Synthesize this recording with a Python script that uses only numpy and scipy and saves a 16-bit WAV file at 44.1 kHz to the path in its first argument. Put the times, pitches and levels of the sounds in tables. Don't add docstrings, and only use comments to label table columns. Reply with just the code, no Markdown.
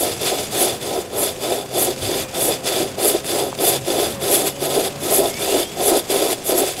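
import sys
import numpy as np
from scipy import signal
from scipy.fft import rfft, irfft
from scipy.io import wavfile
from scipy.ndimage import uniform_filter1d

SR = 44100
rng = np.random.default_rng(int(sys.argv[2]) if len(sys.argv) > 2 else 0)


def persist_wave(psi):
    counts = np.round(np.clip(psi, -1, 1) * 32767).astype(np.int16)
    wavfile.write(sys.argv[1], SR, np.atleast_2d(counts).T)


N = 299880
TIME = np.arange(N) / SR
HZ = np.fft.rfftfreq(N, 1 / SR)


def gain_of(db):
    return 10 ** (np.asarray(db) / 20)


def unit_rms(x):
    return x / np.sqrt(np.mean(x ** 2) + 1e-20)


def add(mix, start_s, sound):
    part = mix[max(round(start_s * SR), 0):][:len(sound)]
    part += sound[:len(part)]


def wander(rate_hz):
    return unit_rms(irfft(rfft(rng.standard_normal(N)) / (1 + (HZ / rate_hz) ** 4), N))


def swell(middle_s, length_s):
    return np.exp(-(2 * (TIME - middle_s) / length_s) ** 2)


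def eased(u):
    return np.sin(np.pi / 2 * np.clip(u, 0, 1)) ** 2


def coloured(x, spectrum):
    freq_hz, gain_db = np.transpose(spectrum)
    curve_db = np.interp(np.log(HZ + 1), np.log(freq_hz), gain_db)
    return unit_rms(irfft(rfft(x) * gain_of(curve_db), N))


def ring(drive, modes):
    t = np.arange(4096) / SR
    response = np.zeros(len(t))
    for k, (hz, width_hz, db) in enumerate(modes):
        decay = gain_of(db) * width_hz * np.exp(-np.pi * width_hz * t)
        response += (-1) ** (k // 2) * decay * np.sin(2 * np.pi * hz * t)
    return signal.oaconvolve(drive, response / abs(response).max())[:N]


def blows(rows):
    out = np.zeros(N)
    for start_s, db in rows:
        add(out, start_s, gain_of([db]))
    return out


def grains(per_s, spread_db):
    size = gain_of(spread_db * np.minimum(rng.exponential(1, N), 4)) * rng.choice([-1, 1], N)
    return unit_rms(size * (rng.random(N) < per_s / SR))


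# freq_hz, gain_db
AIR_SPECTRUM = [(20, -45), (45, -19.5), (80, -5.5), (130, -5.5), (200, -4), (550, -18), (800, -14),
                (1200, -17.5), (3000, -26), (10000, -57), (16000, -42)]
# time_s, level_db
AIR_LEVELS = [(0, -36), (.5, -36.5), (1.2, -38.5), (2.1, -36.5), (3, -38.5), (3.7, -36.5), (4.5, -36),
              (5.15, -34), (5.5, -38.5), (6.2, -36.5), (6.8, -40.5)]
def outdoor_air(swell_db=1.5):
    level_db = np.interp(TIME, *np.transpose(AIR_LEVELS)) + swell_db * wander(3.1)
    return gain_of(level_db) * coloured(rng.standard_normal(N), AIR_SPECTRUM)


# time_s, pitch_hz, level_db
ENGINE_PATH = [(0, 118.5, -48), (.5, 118.8, -47.5), (1.201, 125.1, -45), (2, 130.6, -42.5),
               (2.798, 130.5, -45), (3.799, 135.2, -45), (4.3, 137.2, -43), (4.699, 140.6, -41),
               (5.3, 142.5, -45.5), (5.8, 143.9, -75), (6.8, 139.6, -48)]
# multiple, gain_db
ENGINE_HARMONICS = [(1, 3), (2, -1), (4, 7)]
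def far_engine(waver=0.01, flicker_db=1.5):
    time_s, pitch_hz, level_db = np.transpose(ENGINE_PATH)
    cycles = np.cumsum(np.interp(TIME, time_s, pitch_hz) * (1 + waver * wander(16.5))) / SR
    out = np.zeros(N)
    for multiple, gain_db in ENGINE_HARMONICS:
        level = gain_of(np.interp(TIME, time_s, level_db) + gain_db + flicker_db * wander(4.7))
        out += level * np.sin(2 * np.pi * multiple * cycles)
    return out


# middle_s, length_s, pitch_hz, level_db
BUMPS = [(0.118, 0.065, 94.6, -44), (2.05, 0.085, 103.9, -29.5), (3.8, 0.19, 132, -35)]
def low_bumps():
    out = np.zeros(N)
    for middle_s, length_s, hz, db in BUMPS:
        tone = np.sqrt(2) * np.sin(2 * np.pi * hz * TIME + wander(29))
        out += gain_of(db) * swell(middle_s, length_s) * tone
    return out


# time_s, pitch_hz, level_db
WHISTLES = [
    [(2.12, 2330, -44), (2.22, 2430, -38), (2.27, 2420, -44), (2.33, 2400, -60)],
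    [(4.5, 2850, -50), (4.55, 2950, -43), (4.61, 3080, -48)],
    [(5.28, 2060, -42), (5.36, 2230, -35), (5.45, 2510, -38), (5.52, 2830, -32), (5.6, 3040, -36),
     (5.68, 3240, -35.5), (5.75, 3460, -44)],
]
def far_bird():
    out = np.zeros(N)
    bend, flutter = 1 + .006 * wander(110), gain_of(1.4 * wander(60))
    for whistle in WHISTLES:
        time_s, pitch_hz, level_db = np.transpose(whistle)
        cycles = np.cumsum(np.interp(TIME, time_s, pitch_hz) * bend) / SR
        sounding = (TIME > time_s[0]) & (TIME < time_s[-1])
        level = uniform_filter1d(gain_of(np.interp(TIME, time_s, level_db)) * sounding, size=600)
        out += level * flutter * np.sin(2 * np.pi * cycles)
    return out


def tree_echo(sound, echo_db=-20, t60_s=0.43, gap_s=.008):
    t = TIME[:SR // 2]
    taps = rng.standard_normal(len(t)) * (rng.random(len(t)) < .03)
    taps *= (t > gap_s) * gain_of(-60 * t / t60_s)
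    return gain_of(echo_db) * signal.oaconvolve(sound, taps / np.linalg.norm(taps))[:N]


def link_glints(force, per_s=2400, ring_s=.008, spread_db=0.8):
    out, t = np.zeros(N), np.arange(1200) / SR
    pitches_hz = np.linspace(4500, 15500, 500)
    pings = np.exp(-t / ring_s) * np.sin(2 * np.pi * pitches_hz[:, None] * t)
    when, softness, pitch = rng.random((int(per_s * TIME[-1]), 3)).T
    peaks = force[(when * N).astype(int)] * gain_of(-spread_db * np.log(softness + 0.017))
    for start_s, peak, k in zip(when * TIME[-1], peaks, (pitch * len(pings)).astype(int)):
        add(out, start_s, peak * pings[k])
    return unit_rms(out)


# freq_hz, gain_db
SLACK_SPECTRUM = [(500, 8.5), (1000, -9), (2500, 9.5), (4500, 3.5), (8000, 2.5), (11000, -9), (13500, -7),
                  (16000, -16)]
def slack_rattle(glints, level, rattle_db=-1, flutter_db=2.5, glint_db=-4):
    shake = gain_of(flutter_db * wander(46))
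    contacts = grains(per_s=2000, spread_db=2.6) + gain_of(glint_db) * glints
    return level * gain_of(rattle_db) * coloured(shake * contacts, SLACK_SPECTRUM)


# freq_hz, gain_db
STEEL_SPECTRUM = [(400, -50), (1000, -2.5), (1600, -1.5), (2600, 1), (4200, 2), (5600, -4.5), (7500, -2.5),
                  (11000, -6.5), (14000, -18), (16000, -14)]
# start_s, relative_db
TICKS = [(1.9627, -16), (2.9167, -20), (3.2031, -22), (3.245, -14), (3.551, -16), (4.1486, -23),
         (6.7362, -16), (6.7675, -13.5)]
# middle_s, pitch_hz, peak_db, half_length_s
POPS = [(3.529, 878, -12.5, 0.00062), (5.3428, 5200, -18, .0008)]
def chain_ticks(decay_s=0.0021, tick_db=-9):
    out, t = np.zeros(N), np.arange(1024) / SR
    for start_s, db in TICKS:
        add(out, start_s, gain_of(db + tick_db) * np.exp(-t / decay_s))
    out *= coloured(rng.standard_normal(N), STEEL_SPECTRUM)
    for middle_s, hz, db, half_length_s in POPS:
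        t = TIME - middle_s
        out += gain_of(db) * np.exp(-(t / half_length_s) ** 2) * np.cos(2 * np.pi * hz * t)
    return out


# freq_hz, gain_db
FIZZ_SPECTRUM = [(2000, -24), (5000, -23), (7200, -8.5), (9300, -3.5), (10500, 0.5), (11400, 2),
                 (12300, -2.5), (13000, -11), (13700, -16), (15000, -14.5), (16000, -5)]
def fibre_fizz(force, glints, level, fizz_db=-4.5):
    cutting = force * grains(per_s=10000, spread_db=0.96) + glints
    return level * gain_of(fizz_db) * coloured(cutting, FIZZ_SPECTRUM)


# pitch_hz, width_hz, gain_db
LINK_MODES = [(2500, 600, -13), (3323, 145, -8), (3520, 110, 5.5), (4380, 310, -11), (4920, 87, -4),
              (4940, 44, -2)]
# start_s, relative_db
CLINKS = [(0.3865, -15), (1.6114, -19), (2.5232, -14), (3.2869, -23), (3.589, -14.5), (3.903, -11),
          (5.2579, -12), (5.6297, -12.5)]
def chain_rasp(force, glints, level, scrape_db=-1, glint_db=-9, links_db=-4, clink_db=-1, flex_s=8e-5):
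    scrape = gain_of(scrape_db) * coloured(force * grains(per_s=5000, spread_db=1.65), STEEL_SPECTRUM)
    jingle = gain_of(glint_db) * coloured(glints, STEEL_SPECTRUM)
    links = ring(force * grains(per_s=450, spread_db=1.7), LINK_MODES)
    links = unit_rms(np.interp(TIME + flex_s * wander(18), TIME, links))
    link_level = unit_rms(level ** 0.84) * np.sqrt(np.mean(level ** 2))
    clinks = gain_of(clink_db) * ring(blows(CLINKS), LINK_MODES)
    return level * (scrape + jingle) + link_level * gain_of(links_db) * links + clinks


def tooth_catches(speed, per_s=150, jitter=.45, uneven_db=1.0):
    teeth_passed = np.cumsum(per_s * speed * np.exp(jitter * wander(90))) / SR
    entering = np.diff(np.floor(teeth_passed), prepend=0) > 0
    return entering * gain_of(uneven_db * np.clip(rng.standard_normal(N), -2, 2))


def grip_force(catches, release_s=0.0013, depth=0.19, flutter_db=0.18):
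    pressed = unit_rms(signal.lfilter([1], [1, -np.exp(-1 / (release_s * SR))], catches))
    return unit_rms((1 + depth * pressed) * gain_of(-flutter_db * wander(250)))


# pitch_hz, width_hz, gain_db
LIMB_MODES = [(302.4, 84, -6.5), (346, 30, -1.5), (408, 56, 1.5), (476, 50, -7.5), (559, 40, -8),
              (591, 33, -1), (665, 79, -2.5), (735, 68, -8.5), (853, 49, -17), (974, 45, -12.5),
              (1021, 38, -11.5), (1270, 36, -14.5)]
# freq_hz, gain_db
SWAY_SPECTRUM = [(30, -50), (90, -25), (200, -8.5), (280, 1), (700, 3), (880, -37), (1600, -41),
                 (4000, -25)]
# middle_s, length_s, relative_db
DIGS = [(1.523, 0.028, -22), (1.776, 0.049, -23), (1.89, 0.024, -22), (2.155, 0.078, -25.0),
        (2.499, 0.029, -21.5), (2.83, 0.064, -21.5), (3.061, 0.044, -20), (3.111, 0.015, -21),
        (3.155, 0.02, -16), (3.633, 0.025, -23), (3.998, 0.016, -25), (4.305, 0.041, -23),
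        (4.788, 0.048, -19.5), (5.126, 0.031, -23), (5.2, 0.039, -19), (5.555, 0.063, -18.5),
        (5.928, 0.043, -28)]
# time_s, relative_db
SNAGS = [(0.03, -9), (0.987, -10), (1.758, -11), (2.091, -8), (3.302, -10), (3.39, -10), (3.902, -8.5),
         (6.099, -7), (6.493, -9), (6.617, -9)]
def limb_knock(catches, force, level, catch_db=-1, modes_db=-0.48, sway_db=-10,
               snag_db=-5.5, dig_db=-0.5, dig_hz=480):
    knocks = gain_of(catch_db) * unit_rms(catches - catches.mean())
    drive = knocks + force * grains(per_s=2500, spread_db=1.7)
    chatter = unit_rms(ring(drive, LIMB_MODES))
    wood = gain_of(modes_db) * chatter + gain_of(sway_db) * coloured(drive, SWAY_SPECTRUM)
    deep = unit_rms(irfft(rfft(chatter) / (1 + (HZ / dig_hz) ** 2), N))
    judder = deep * sum(gain_of(db) * swell(middle_s, length_s) for middle_s, length_s, db in DIGS)
    push = np.hanning(80)
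    snags = signal.oaconvolve(blows(SNAGS), 2 * push / push.sum(), "same")
    return level * wood + gain_of(dig_db) * judder + gain_of(snag_db) * ring(snags, LIMB_MODES)


# start_s, length_s, speed_up_s, slow_down_s, knock_db, rasp_db, fizz_db, growth_db, rattle_db
PULLS = [(-0.052, 0.278, 0.107, 0.168, -24.5, -29.5, -29, -32, -37.0),
         (0.191, 0.352, 0.034, 0.19, -23.5, -30.5, -28.5, -4, -35.0),
         (0.478, 0.328, 0.102, 0.154, -21.0, -27.0, -28.0, 5, -34.5),
         (0.792, 0.295, 0.042, 0.158, -22, -31.0, -31, 12, -37.5),
         (1.079, 0.271, 0.104, 0.06, -21.5, -31.5, -34.5, -7, -41.0),
         (1.364, 0.337, 0.09, 0.182, -21.5, -30.0, -29.5, 10, -37.5),
         (1.665, 0.293, 0.133, 0.059, -22.5, -30.0, -32.5, -5, -41.5),
         (1.964, 0.3, 0.085, 0.053, -26.5, -28.5, -29, -2, -35.5),
         (2.324, 0.284, 0.032, 0.077, -23.5, -30.5, -45, -9.5, -39.0),
         (2.622, 0.328, 0.054, 0.184, -24, -27.0, -28, -3, -37.5),
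         (2.959, 0.277, 0.038, 0.075, -24.5, -31.0, -40, -19, -39.5),
         (3.225, 0.314, 0.062, 0.152, -20.5, -28.5, -25.5, 16, -40.5),
         (3.552, 0.256, 0.082, 0.041, -20.5, -28.5, -38, -7, -37.5),
         (3.823, 0.385, 0.09, 0.192, -21.0, -28.0, -26.0, -6, -38.0),
         (4.171, 0.379, 0.079, 0.093, -22, -30.5, -26.5, 6.5, -41.0),
         (4.571, 0.358, 0.078, 0.079, -21, -28.5, -25.5, -1.5, -37.5),
         (4.978, 0.366, 0.075, 0.074, -21.5, -31.0, -25, 6.5, -39.0),
         (5.367, 0.301, 0.047, 0.052, -21.5, -28.0, -26, 0, -32.5),
         (5.708, 0.331, 0.142, 0.074, -18, -29.5, -31, 3.5, -35.0),
         (6.07, 0.307, 0.052, 0.065, -18.5, -27.0, -24.5, 1, -37.0),
         (6.419, 0.361, 0.125, 0.113, -20.0, -29.0, -27.5, -15, -36.0),
         (6.753, 0.302, 0.06, 0.1, -25.5, -31.5, -28, 0.5, -35.5)]
# middle_s, length_s, fizz_db, rasp_db
BITES = [(0.016, 0.072, -18, -39.5), (0.273, 0.059, -36, -27.0), (0.623, 0.079, -17, -38.0),
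         (1.217, 0.085, -17, -41.5), (1.82, 0.074, -12.5, -36.0), (2.445, 0.118, -15, -39.0),
         (3.07, 0.099, -14, -33.0), (3.672, 0.104, -13, -38.5), (4.344, 0.082, -14.5, -30.5),
         (4.472, 0.047, -24.5, -33.5), (5.159, 0.064, -11.5, -30.5), (5.873, 0.069, -14.5, -39.0),
         (5.981, 0.042, -19.5, -31.0), (6.479, 0.057, -21, -44.0), (6.588, 0.048, -13.5, -36.5)]
def pull_levels(arch_db=5, turn_knock_db=-35.5, turn_rasp_db=-12, turn_fizz_db=-10):
    knock, rasp, fizz = np.zeros((3, N))
    for start_s, length_s, speed_up_s, slow_down_s, knock_db, rasp_db, fizz_db, growth_db, _ in PULLS:
        t = TIME - start_s
        pull = eased(t / speed_up_s) * eased((length_s - t) / slow_down_s)
        from_middle = np.clip(t / length_s, 0, 1) - .5
        knock += pull * gain_of(knock_db + growth_db * from_middle - arch_db * (2 * from_middle) ** 2)
        rasp += pull * gain_of(rasp_db)
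        fizz += pull * gain_of(fizz_db)
    for middle_s, length_s, fizz_db, rasp_db in BITES:
        bite = swell(middle_s, length_s)
        fizz += gain_of(fizz_db) * bite
        rasp += gain_of(rasp_db) * bite
    starts_s, *_, rattle_db = np.transpose(PULLS)
    rattle = gain_of(np.interp(TIME, starts_s, rattle_db))
    knock = np.hypot(knock, gain_of(turn_knock_db))
    rasp = np.hypot(rasp, gain_of(turn_rasp_db) * rattle)
    fizz = np.hypot(fizz, gain_of(turn_fizz_db) * rattle)
    return knock, rasp, fizz, rattle


def scene(knots_db=1.0, knots_hz=18, grain_db=1.5, grain_hz=20):
    knock, rasp, fizz, rattle = pull_levels()
    knots = gain_of(knots_db * wander(knots_hz))
    grain = gain_of(grain_db * wander(grain_hz))
    catches = tooth_catches(speed=unit_rms(rasp ** .3))
    force = grip_force(catches)
    glints = link_glints(force)
    saw = limb_knock(catches, force, knock * knots)
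    saw += chain_rasp(force, glints, rasp * grain)
    saw += fibre_fizz(force, glints, fizz * grain)
    saw += slack_rattle(glints, rattle) + chain_ticks()
    mix = saw + tree_echo(saw) + outdoor_air() + far_engine() + low_bumps() + far_bird()
    return np.array([mix, mix])


def record(dry):
    edge_hz = 15750
    lowpass = signal.firwin(511, edge_hz, window=("kaiser", 9), fs=SR)
    return signal.oaconvolve(dry, lowpass[None], "same")


dry = scene()
out = record(dry)
persist_wave(out)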